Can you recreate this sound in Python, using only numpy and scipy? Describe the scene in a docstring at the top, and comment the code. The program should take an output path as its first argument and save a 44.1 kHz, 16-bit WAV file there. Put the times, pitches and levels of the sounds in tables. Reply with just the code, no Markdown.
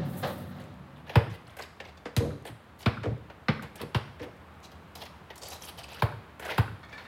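"""A yard hoop shudders and its net swishes, then a basketball drops and bounces on packed gravel.
Each bounce is a slap and a thump, with the rubber and the air inside ringing. The ball knocks about a
wooden step and is dribbled away, while shoes crunch the stones and something small rattles at the end.
Fence and house echo each thud over a suburban hush of far traffic and leaves."""
import sys
import numpy as np
from scipy import signal
from scipy.fft import rfft, irfft, next_fast_len
from scipy.io import wavfile
from scipy.ndimage import uniform_filter1d

SR = 44100
rng = np.random.default_rng(int(sys.argv[2]) if len(sys.argv) > 2 else 0)


def generate_wav(sig):
    """Save sig (samples, or channels by samples) to the path in sys.argv[1] as 16-bit PCM at SR."""
    pcm = np.round(np.clip(np.atleast_2d(sig).T, -1, 1) * 32767).astype(np.int16)
    wavfile.write(sys.argv[1], SR, pcm)


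N = 311787
T = np.arange(N) / SR


def undb(db):
    """Turns decibels into a gain."""
    return 10 ** (np.asarray(db) / 20)


def unit(x):
    """Scales x to an average (RMS) level of 1."""
    return x / np.sqrt(np.mean(x ** 2))


def peak(x, db):
    """Scales x so that its highest point is at db."""
    return undb(db) * x / np.max(np.abs(x))


def band(x, lo_hz, hi_hz):
    """Keeps the sound between two pitches."""
    edges = np.clip([lo_hz, hi_hz], 10, SR / 2.2)
    return signal.sosfilt(signal.butter(2, edges, "band", fs=SR, output="sos"), x)


def colour(x, points):
    """Shapes the tone of x along a curve of (Hz, dB) points."""
    size = next_fast_len(len(x))
    hz, db = np.transpose(points)
    f = np.maximum(np.arange(size // 2 + 1) * SR / size, 1)
    gain = undb(np.interp(np.log(f), np.log(hz), db))
    return irfft(rfft(x, size) * gain, size)[:len(x)]


def fade(t, t60):
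    """Dies away by 60 dB in t60 seconds, the fade time."""
    return np.exp(-np.log(1000) * t / max(t60, .002))


def swell(start_s, rise_s, hold_s, t60):
    """A level that rises, holds and fades."""
    age = T - start_s
    return np.clip(age / max(rise_s, .001), 0, 1) * fade(np.maximum(age - rise_s - hold_s, 0), t60)


def ring(t, tones, scatter_db, tilt_db=0):
    """A struck object's fading tones; their levels and pitches vary a little with every blow."""
    chance = rng.standard_normal((len(tones), 2))
    return sum(undb(db + scatter_db * louder + tilt_db * np.log2(hz / tones[0][0])) * fade(t, t60)
               * np.sin(2 * np.pi * hz * (1 + 0.022 * sharper) * t)
               for (hz, db, t60), (louder, sharper) in zip(tones, chance))


def add(out, s, sound):
    """Mixes a sound into out, starting at s seconds."""
    i = int(s * SR)
    out[i:i + len(sound)] += sound[:N - i]


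def walk(per_s):
    """Glides smoothly to a new random value per_s times a second."""
    hold = int(SR / per_s)
    steps = np.repeat(rng.standard_normal(N // hold + 1), hold)
    return uniform_filter1d(uniform_filter1d(steps, hold), hold)[:N]


def grains(per_s, spread_db, smear_s):
    """Random clicks of different sizes, each smeared into a short puff of noise."""
    clicks = (rng.random(N) < per_s / SR) * undb(spread_db * rng.exponential(size=N))
    decay = np.exp(-1 / (max(smear_s, 1e-4) * SR))
    return signal.lfilter([1], [1, -decay], clicks) * rng.standard_normal(N)


def hush():
    """Far traffic and leaves: octaves of noise that swell together and flicker alone."""
    # Each row: pitch in Hz, relative level of the noise in dB.
    tone_curve = [(18, -79), (30, -21), (79, 2.5), (103, -9), (170, -7), (303, -14.5), (415, -16),
                  (721, -15.5), (1130, -15), (3580, -31), (5740, -43.5), (16000, -47.5)]
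    size = next_fast_len(N)
    spectrum = rfft(colour(rng.standard_normal(N), tone_curve), size)
    drift_db = 1.2 * walk(0.59)
    octave = np.log2(np.maximum(np.arange(len(spectrum)) * SR / size, 1) / 31)
    layers = (irfft(spectrum * np.clip(1 - abs(octave - k), 0, 1), size)[:N] for k in range(10))
    return unit(sum(layer * undb(drift_db + 0.23 * walk(3.4)) for layer in layers)) * undb(-51)


def yard(x):
    """The yard adds a tail of scattered echoes; its highs drift between two tails as a smooth wash."""
    # Each row: pitch in Hz, build-up in seconds, fade time in seconds, gain in dB.
    echo_bands = [(117, 0.025, 0.49, -47.5), (257, 0.019, 0.83, -45), (577, 0.0085, 0.32, -36.5),
                  (1550, 0.0028, 0.43, -37.5), (2930, 0.016, 0.74, -45.5), (7100, 0.006, 0.53, -39.5)]
    drift_above_hz = 420
    t = T[:int(.7 * SR)]

    def tail(rows):
        response = sum(undb(db) * band(rng.standard_normal(len(t)), hz / 1.74, hz * 1.69)
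                       * fade(t, t60) * np.minimum(t / build_s, 1) ** 2 for hz, build_s, t60, db in rows)
        return signal.fftconvolve(x, response)[:N]
    low = [row for row in echo_bands if row[0] < drift_above_hz]
    high = [row for row in echo_bands if row[0] >= drift_above_hz]
    blend = 2 * np.pi * 1.218 * walk(70)
    return x + tail(low) + np.cos(blend) * tail(high) + np.sin(blend) * tail(high)


def chips():
    """Stray chips of gravel skip about with faint ticks."""
    return undb(-63.5) * band(grains(per_s=7, spread_db=2.5, smear_s=0.0013), 3100, 12500)


def small_rattle():
    """Something small and hard rattles: bursts of contact make it ring."""
    # Each row: start in seconds, peak level in dB.
    shakes = [(6.831, -39), (6.8856, -45), (6.927, -35.5), (6.9483, -42.5), (6.9788, -35), (7.0506, -41)]
    # Each row: pitch in Hz, relative level in dB, fade time in seconds.
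    tones = [(1530, 3, 0.013), (1795, 1.5, 0.093), (2330, 6, 0.018), (2630, -4, 0.022), (3480, -1, .03),
             (3800, -3, 0.025), (4280, -8, 0.04)]
    out, t = np.zeros(N), T[:SR // 2]
    for s, db in shakes:
        contact = rng.standard_normal(len(t)) * fade(t, 0.14)
        ringing = signal.fftconvolve(contact, ring(t, tones, scatter_db=2.1))[:len(t)]
        add(out, s, peak(ringing, db))
    return out


def gravel(drive, hz, grit_db):
    """Pressed gravel: a crunch with a squeak in it, a low weight under it and fine grit over it."""
    crunch = unit(band(drive, hz / 1.7, hz * 1.7))
    squeak = undb(-9) * unit(band(drive, hz / 1.05, hz * 1.05))
    weight_db = 1.23 - 2.5 * np.log2(hz / 2000)  # finer stones carry less weight
    weight = undb(weight_db) * unit(band(drive, 426, 990))
    grit = undb(grit_db) * unit(band(drive, 5450, 13500))
    return crunch + squeak + weight + grit


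def stone_snaps():
    """Lone stones snap underfoot, each a sudden short crunch."""
    # Each row: start in seconds, level in dB, pitch in Hz, grit in dB relative to the crunch.
    snaps = [(1.093, -33.5, 1760, -18), (1.5664, -42.5, 1510, -4), (1.7998, -34.5, 1780, -29),
             (1.9708, -50.5, 3440, -20), (2.4503, -39, 1710, -9.5), (2.8039, -46, 2970, -5),
             (2.826, -42, 2970, -16), (3.2978, -41, 1400, -25), (3.6221, -42, 1622, -4.5),
             (3.7544, -42, 1700, -2.5), (3.8122, -35, 2600, -6), (4.7147, -48.5, 3260, -9),
             (4.9519, -39, 4000, -4), (5.0195, -38, 2920, -9.5), (5.3012, -37.5, 1890, -18),
             (5.3552, -48.5, 4630, 1), (5.3762, -47.5, 5600, -2), (5.4311, -39.5, 5200, -15),
             (5.7898, -44, 3100, -28), (5.8805, -44.5, 2500, -13), (5.943, -43, 2930, -5),
             (6.3944, -40, 1440, -4)]
    out, t = np.zeros(N), T[:SR // 2]
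    shape = np.minimum(t / 0.0034, 1) * fade(t, 0.063)
    for s, db, hz, grit_db in snaps:
        add(out, s, undb(db) * gravel(rng.standard_normal(len(t)), hz, grit_db) * shape)
    return out


def pebbles(hz, grit_db, length_s, per_s=150):
    """Pebbles turn and click under a sole, each with its own size and pitch; the finest sound as grit."""
    out, t = np.zeros(SR // 2), T[:SR // 20]
    for when, size, fine in rng.random((60, 3))[:int(per_s * length_s) + 1]:
        pitch = hz * 2 ** (1.124 * (3 * fine - 1))
        click = unit(band(rng.standard_normal(len(t)), pitch / 1.15, pitch * 1.15)) * fade(t, 0.028)
        size_db = -0.5 - 2.5 * np.log(1 - size)
        fine_db = np.interp(np.log(pitch), np.log([hz, 9000]), [0, grit_db])
        add(out, when * length_s, undb(size_db + fine_db) * click)
    return out


def shoes():
    """Soles bite into the gravel and grind it in lurches while pebbles click."""
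    # Each row: start in seconds, level in dB, pitch in Hz, relative grit level in dB, hold in seconds.
    scuffs = [(0.563, -55.5, 2050, -8, 0.064), (0.959, -55, 1850, -10, 0.012),
              (1.06, -48, 1750, -16, 0.085), (1.294, -52.5, 2010, -9.5, 0.043),
              (1.464, -53.5, 2000, -11, 0.06), (1.583, -40.5, 1570, -11, 0.04),
              (1.839, -51, 2160, -19, 0.041), (2.4577, -44, 2087, -8, 0.014), (2.784, -59, 4530, 2, 0.031),
              (3.773, -46, 1750, -15, 0.023), (4.2145, -48, 1760, -13, 0.013),
              (4.62, -57.5, 3990, -12, 0.034), (4.958, -50, 3370, -8.5, 0.095),
              (5.41, -45.5, 4600, -12, 0.065), (5.503, -44, 4020, -7, 0.044), (5.607, -45, 3220, -3, 0.076),
              (5.771, -45.5, 3080, -8, 0.06), (5.884, -48, 2630, -10.5, 0.11), (6.4, -42, 1550, -12, 0.079),
              (6.488, -39.5, 1860, -15.5, 0.098), (6.89, -54, 1970, -16, 0.15)]
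    rise_s, lurch_db, grind_db = 0.014, 5, -3.5
    out, length = np.zeros(N), SR // 2
    stream = grains(per_s=3000, spread_db=1.9, smear_s=0.0029) * undb(lurch_db * walk(60))
    for s, db, hz, grit_db, hold_s in scuffs:
        drive = np.roll(stream, -int(s * SR))[:length]
        pressure = swell(0, rise_s, hold_s, t60=0.096)[:length]
        add(out, s, undb(db) * pebbles(hz, grit_db, rise_s + hold_s))
        add(out, s, undb(db + grind_db) * gravel(drive, hz, grit_db) * pressure)
    return out


def net():
    """The ball brushes through the net with one high, fluttering swish."""
    brushing = grains(per_s=820, spread_db=1.3, smear_s=0.0088) * undb(2.0 * walk(57.5))
    shape = swell(start_s=0.026, rise_s=0.13, hold_s=0.16, t60=0.79)
    return unit(band(brushing, 9500, 20400)) * undb(-51.5) * shape


def hoop():
    """The ball jolts the hoop: the stand shudders and the rim clanks and rattles."""
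    # Each row: start in seconds, then the levels of shudder, rattle and clank in dB.
    jolts = [(-0.05, -32, -42, -71), (0.225, -44.5, -50, -30.5)]
    # Each row, in both tables: ringing pitch in Hz, its width in Hz, relative level in dB.
    stand_tones = [(95, 17, -3), (142.9, 13, 0), (184.8, 18, -3), (244, 18.5, -4), (312, 106, -7.5)]
    rim_tones = [(589, 150, 6.5), (724, 126, 5), (832, 144, -1.5), (1080, 290, 0.5), (1710, 360, -2.5),
                 (3230, 1800, -4)]

    def vibrate(tones, drive):
        ringing = sum(undb(db) * unit(band(drive, hz - width / 2, hz + width / 2))
                      for hz, width, db in tones)
        return np.roll(unit(ringing), -SR)  # shifted so it already rings at the start
    stand = vibrate(stand_tones, rng.standard_normal(N))
    rim = vibrate(rim_tones, grains(per_s=770, spread_db=0.83, smear_s=0.019))
    shudder = sum(undb(db) * swell(s, 0, 0, t60=2.57) for s, db, _, _ in jolts)
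    rattle = sum(undb(db) * swell(s, 0, 0, t60=2.27) for s, _, db, _ in jolts)
    clank = sum(undb(db) * swell(s, 0.015, 0, t60=0.28) for s, _, _, db in jolts)
    return stand * shudder + rim * (rattle + clank)


def wooden_step():
    """Ball and shoes knock on boards: a short rattle of contact rings the wood, with a dry tick."""
    # Each row: start in seconds, peak in dB, rattle fade in seconds, hardness as dB added per octave.
    knocks = [(2.054, -28, 0.016, 19), (2.198, -20, 0.42, 2.5), (2.486, -35.5, 0.07, -8),
              (3.031, -27, 0.13, 18), (3.052, -17, 0.048, -4), (3.103, -22, 0.06, -14),
              (3.5, -25, 0.083, 1), (3.629, -39, 0.034, 22), (3.8, -31, 0.12, 9), (3.825, -27.5, 0.05, 3),
              (4.194, -30.5, 0.24, 14), (4.229, -35.5, 0.097, 14)]
    # Each row: pitch in Hz, relative level in dB, fade time in seconds.
    board_tones = [(113.4, 0, 0.23), (153, -0.5, 0.11), (217, 0, 0.076), (297, -1.5, 0.085),
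                   (396, 2.5, 0.021), (466.3, -7, 0.16)]
    out, t = np.zeros(N), T[:SR // 2]
    for s, db, rattle_s, hardness in knocks:
        contact = rng.standard_normal(len(t)) * fade(t, rattle_s) * np.minimum(t / 0.0067, 1)
        wood = signal.fftconvolve(contact, ring(t, board_tones, 1.5, hardness))[:len(t)]
        tick = band(rng.standard_normal(len(t)), 370, 2230) * fade(t, .12) * np.minimum(t / 0.0027, 1)
        tick_db = db - 16.5 + 0.88 * hardness  # harder knocks tick louder
        add(out, s, peak(wood, db) + peak(tick, tick_db))
    return out


def ball():
    """Each bounce slaps the skin, thumps the ground, rings rubber and air and sprays grit; walls echo."""
    # Each row: start in seconds; peaks of slap, thump, rubber, air and grit in dB; thump and grit pitch
    # in Hz; brightness of slap and rubber in dB per octave; echo delay in seconds; echo gain in dB.
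    bounces = [(1.155, -9, -7, -15, -37, -32, 114, 9600, 3, 0, 0.11, -27),
               (2.164, -18, -13.5, -23, -40, -24, 111, 5840, 9.4, -6, 0.14, -22.5),
               (2.8588, -15, -15.5, -19, -36, -41, 117, 5900, 3.6, -15, 0.11, -17),
               (3.483, -12.5, -17, -14.5, -39, -40.5, 152, 5530, 3.4, -23, 0.11, -19),
               (3.9455, -15.5, -16, -22.5, -29, -37.5, 121, 6120, 6.7, -8.5, 0.13, -28),
               (6.0206, -13.5, -15.5, -24, -21.5, -30, 115, 11300, 3.1, 5, .1, -20.5),
               (6.5787, -11, -11, -26.5, -20.5, -29.5, 111, 11300, 2, -9, 0.098, -21)]
    # The rubber wall and the air inside. Each row: pitch in Hz, relative level in dB, fade in seconds.
    rubber_tones = [(218.8, 2.5, 0.076), (330, -0.5, 0.11), (465.7, 2.5, 0.21), (586, -0.5, 0.24)]
    air_tones = [(888, 11.5, 0.034), (1530, -10, 0.34), (1407, -22, 0.34), (2010, -26.5, 0.066),
                 (2353, -0.5, 0.0073), (2760, -48, 0.023), (3240, -25, 0.013), (3830, -18.5, 0.015)]
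    # The tone of the skin's slap. Each row: pitch in Hz, relative level in dB.
    slap_curve = [(300, 7.5), (900, 4.5), (2300, -7.5), (4100, -17), (5500, -30), (7200, -57),
                  (16000, -142)]
    far_wall_s, far_wall_db = 0.036, -2  # a second boom follows from further off
    out, t = np.zeros(N), T[:SR // 2]
    stream = grains(per_s=1430, spread_db=3.0, smear_s=0.0025)
    squash = np.minimum(t / 0.0023, 1)  # the ball takes a moment to flatten on the ground
    for (s, slap_db, thump_db, rubber_db, air_db, grit_db,
         thump_hz, grit_hz, slap_tilt, rubber_tilt, echo_s, echo_db) in bounces:
        noise = rng.standard_normal(len(t))
        skin = [(hz, db + slap_tilt * np.log2(hz)) for hz, db in slap_curve]
        slap = colour(noise, skin) * squash * (fade(t, .022) + undb(-5) * fade(t, .11))
        spray = band(np.roll(stream, -int(s * SR))[:len(t)], grit_hz / 1.3, grit_hz * 2.3)
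        grit = spray * squash * (fade(t, 0.019) + undb(-6.5) * fade(t, 0.14))
        # so small a source gives off little below its own pitch
        thump = band(np.sin(2 * np.pi * thump_hz * t) * fade(t, 0.057), 74, 730)
        rubber = ring(t, rubber_tones, scatter_db=0.49, tilt_db=rubber_tilt)
        air = squash * ring(t, air_tones, scatter_db=2.1, tilt_db=-3.7)
        add(out, s, peak(slap, slap_db) + peak(grit, grit_db) + peak(thump, thump_db))
        add(out, s, peak(rubber, rubber_db) + peak(air, air_db))
        clack = band(noise, 1160, 1620) * squash * fade(t, 0.041)  # the slap's echo
        add(out, s + echo_s, peak(clack, slap_db + echo_db) + peak(thump, thump_db + echo_db))
        add(out, s + echo_s + far_wall_s, peak(thump, thump_db + echo_db + far_wall_db))
    return out


def scene():
    """Sounds on the ground echo round the yard; net, hoop and hush join them in one channel."""
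    ground = ball() + wooden_step() + shoes() + stone_snaps() + small_rattle() + chips()
    return (yard(ground) + net() + hoop() + hush())[None]


def record(dry):
    """The low notes come slightly late; the deepest bass and the highest treble are cut."""
    # Filters that only delay the lows. Each row: corner pitch in Hz, number of stages.
    bass_lag = [(120, 6.25), (500, 7.53), (2000, 2.2)]
    low_cut_hz, high_cut_hz = 64, 15900
    lead = SR // 8  # a mirrored lead-in, so sound is already going at the start
    size = next_fast_len(N + 2 * lead)
    f = np.arange(size // 2 + 1) * SR / size
    phase = sum(-2 * stages * np.arctan(f / hz) for hz, stages in bass_lag)
    padded = np.pad(dry, ((0, 0), (lead, 0)), "reflect")
    late = irfft(rfft(padded, size) * np.exp(1j * phase), size)
    low_cut = signal.butter(4, low_cut_hz, "high", fs=SR, output="sos")
    high_cut = signal.ellip(10, .2, 70, high_cut_hz, fs=SR, output="sos")
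    return signal.sosfilt(high_cut, signal.sosfilt(low_cut, late))[:, lead:lead + N]


dry = scene()
out = record(dry)
generate_wav(out)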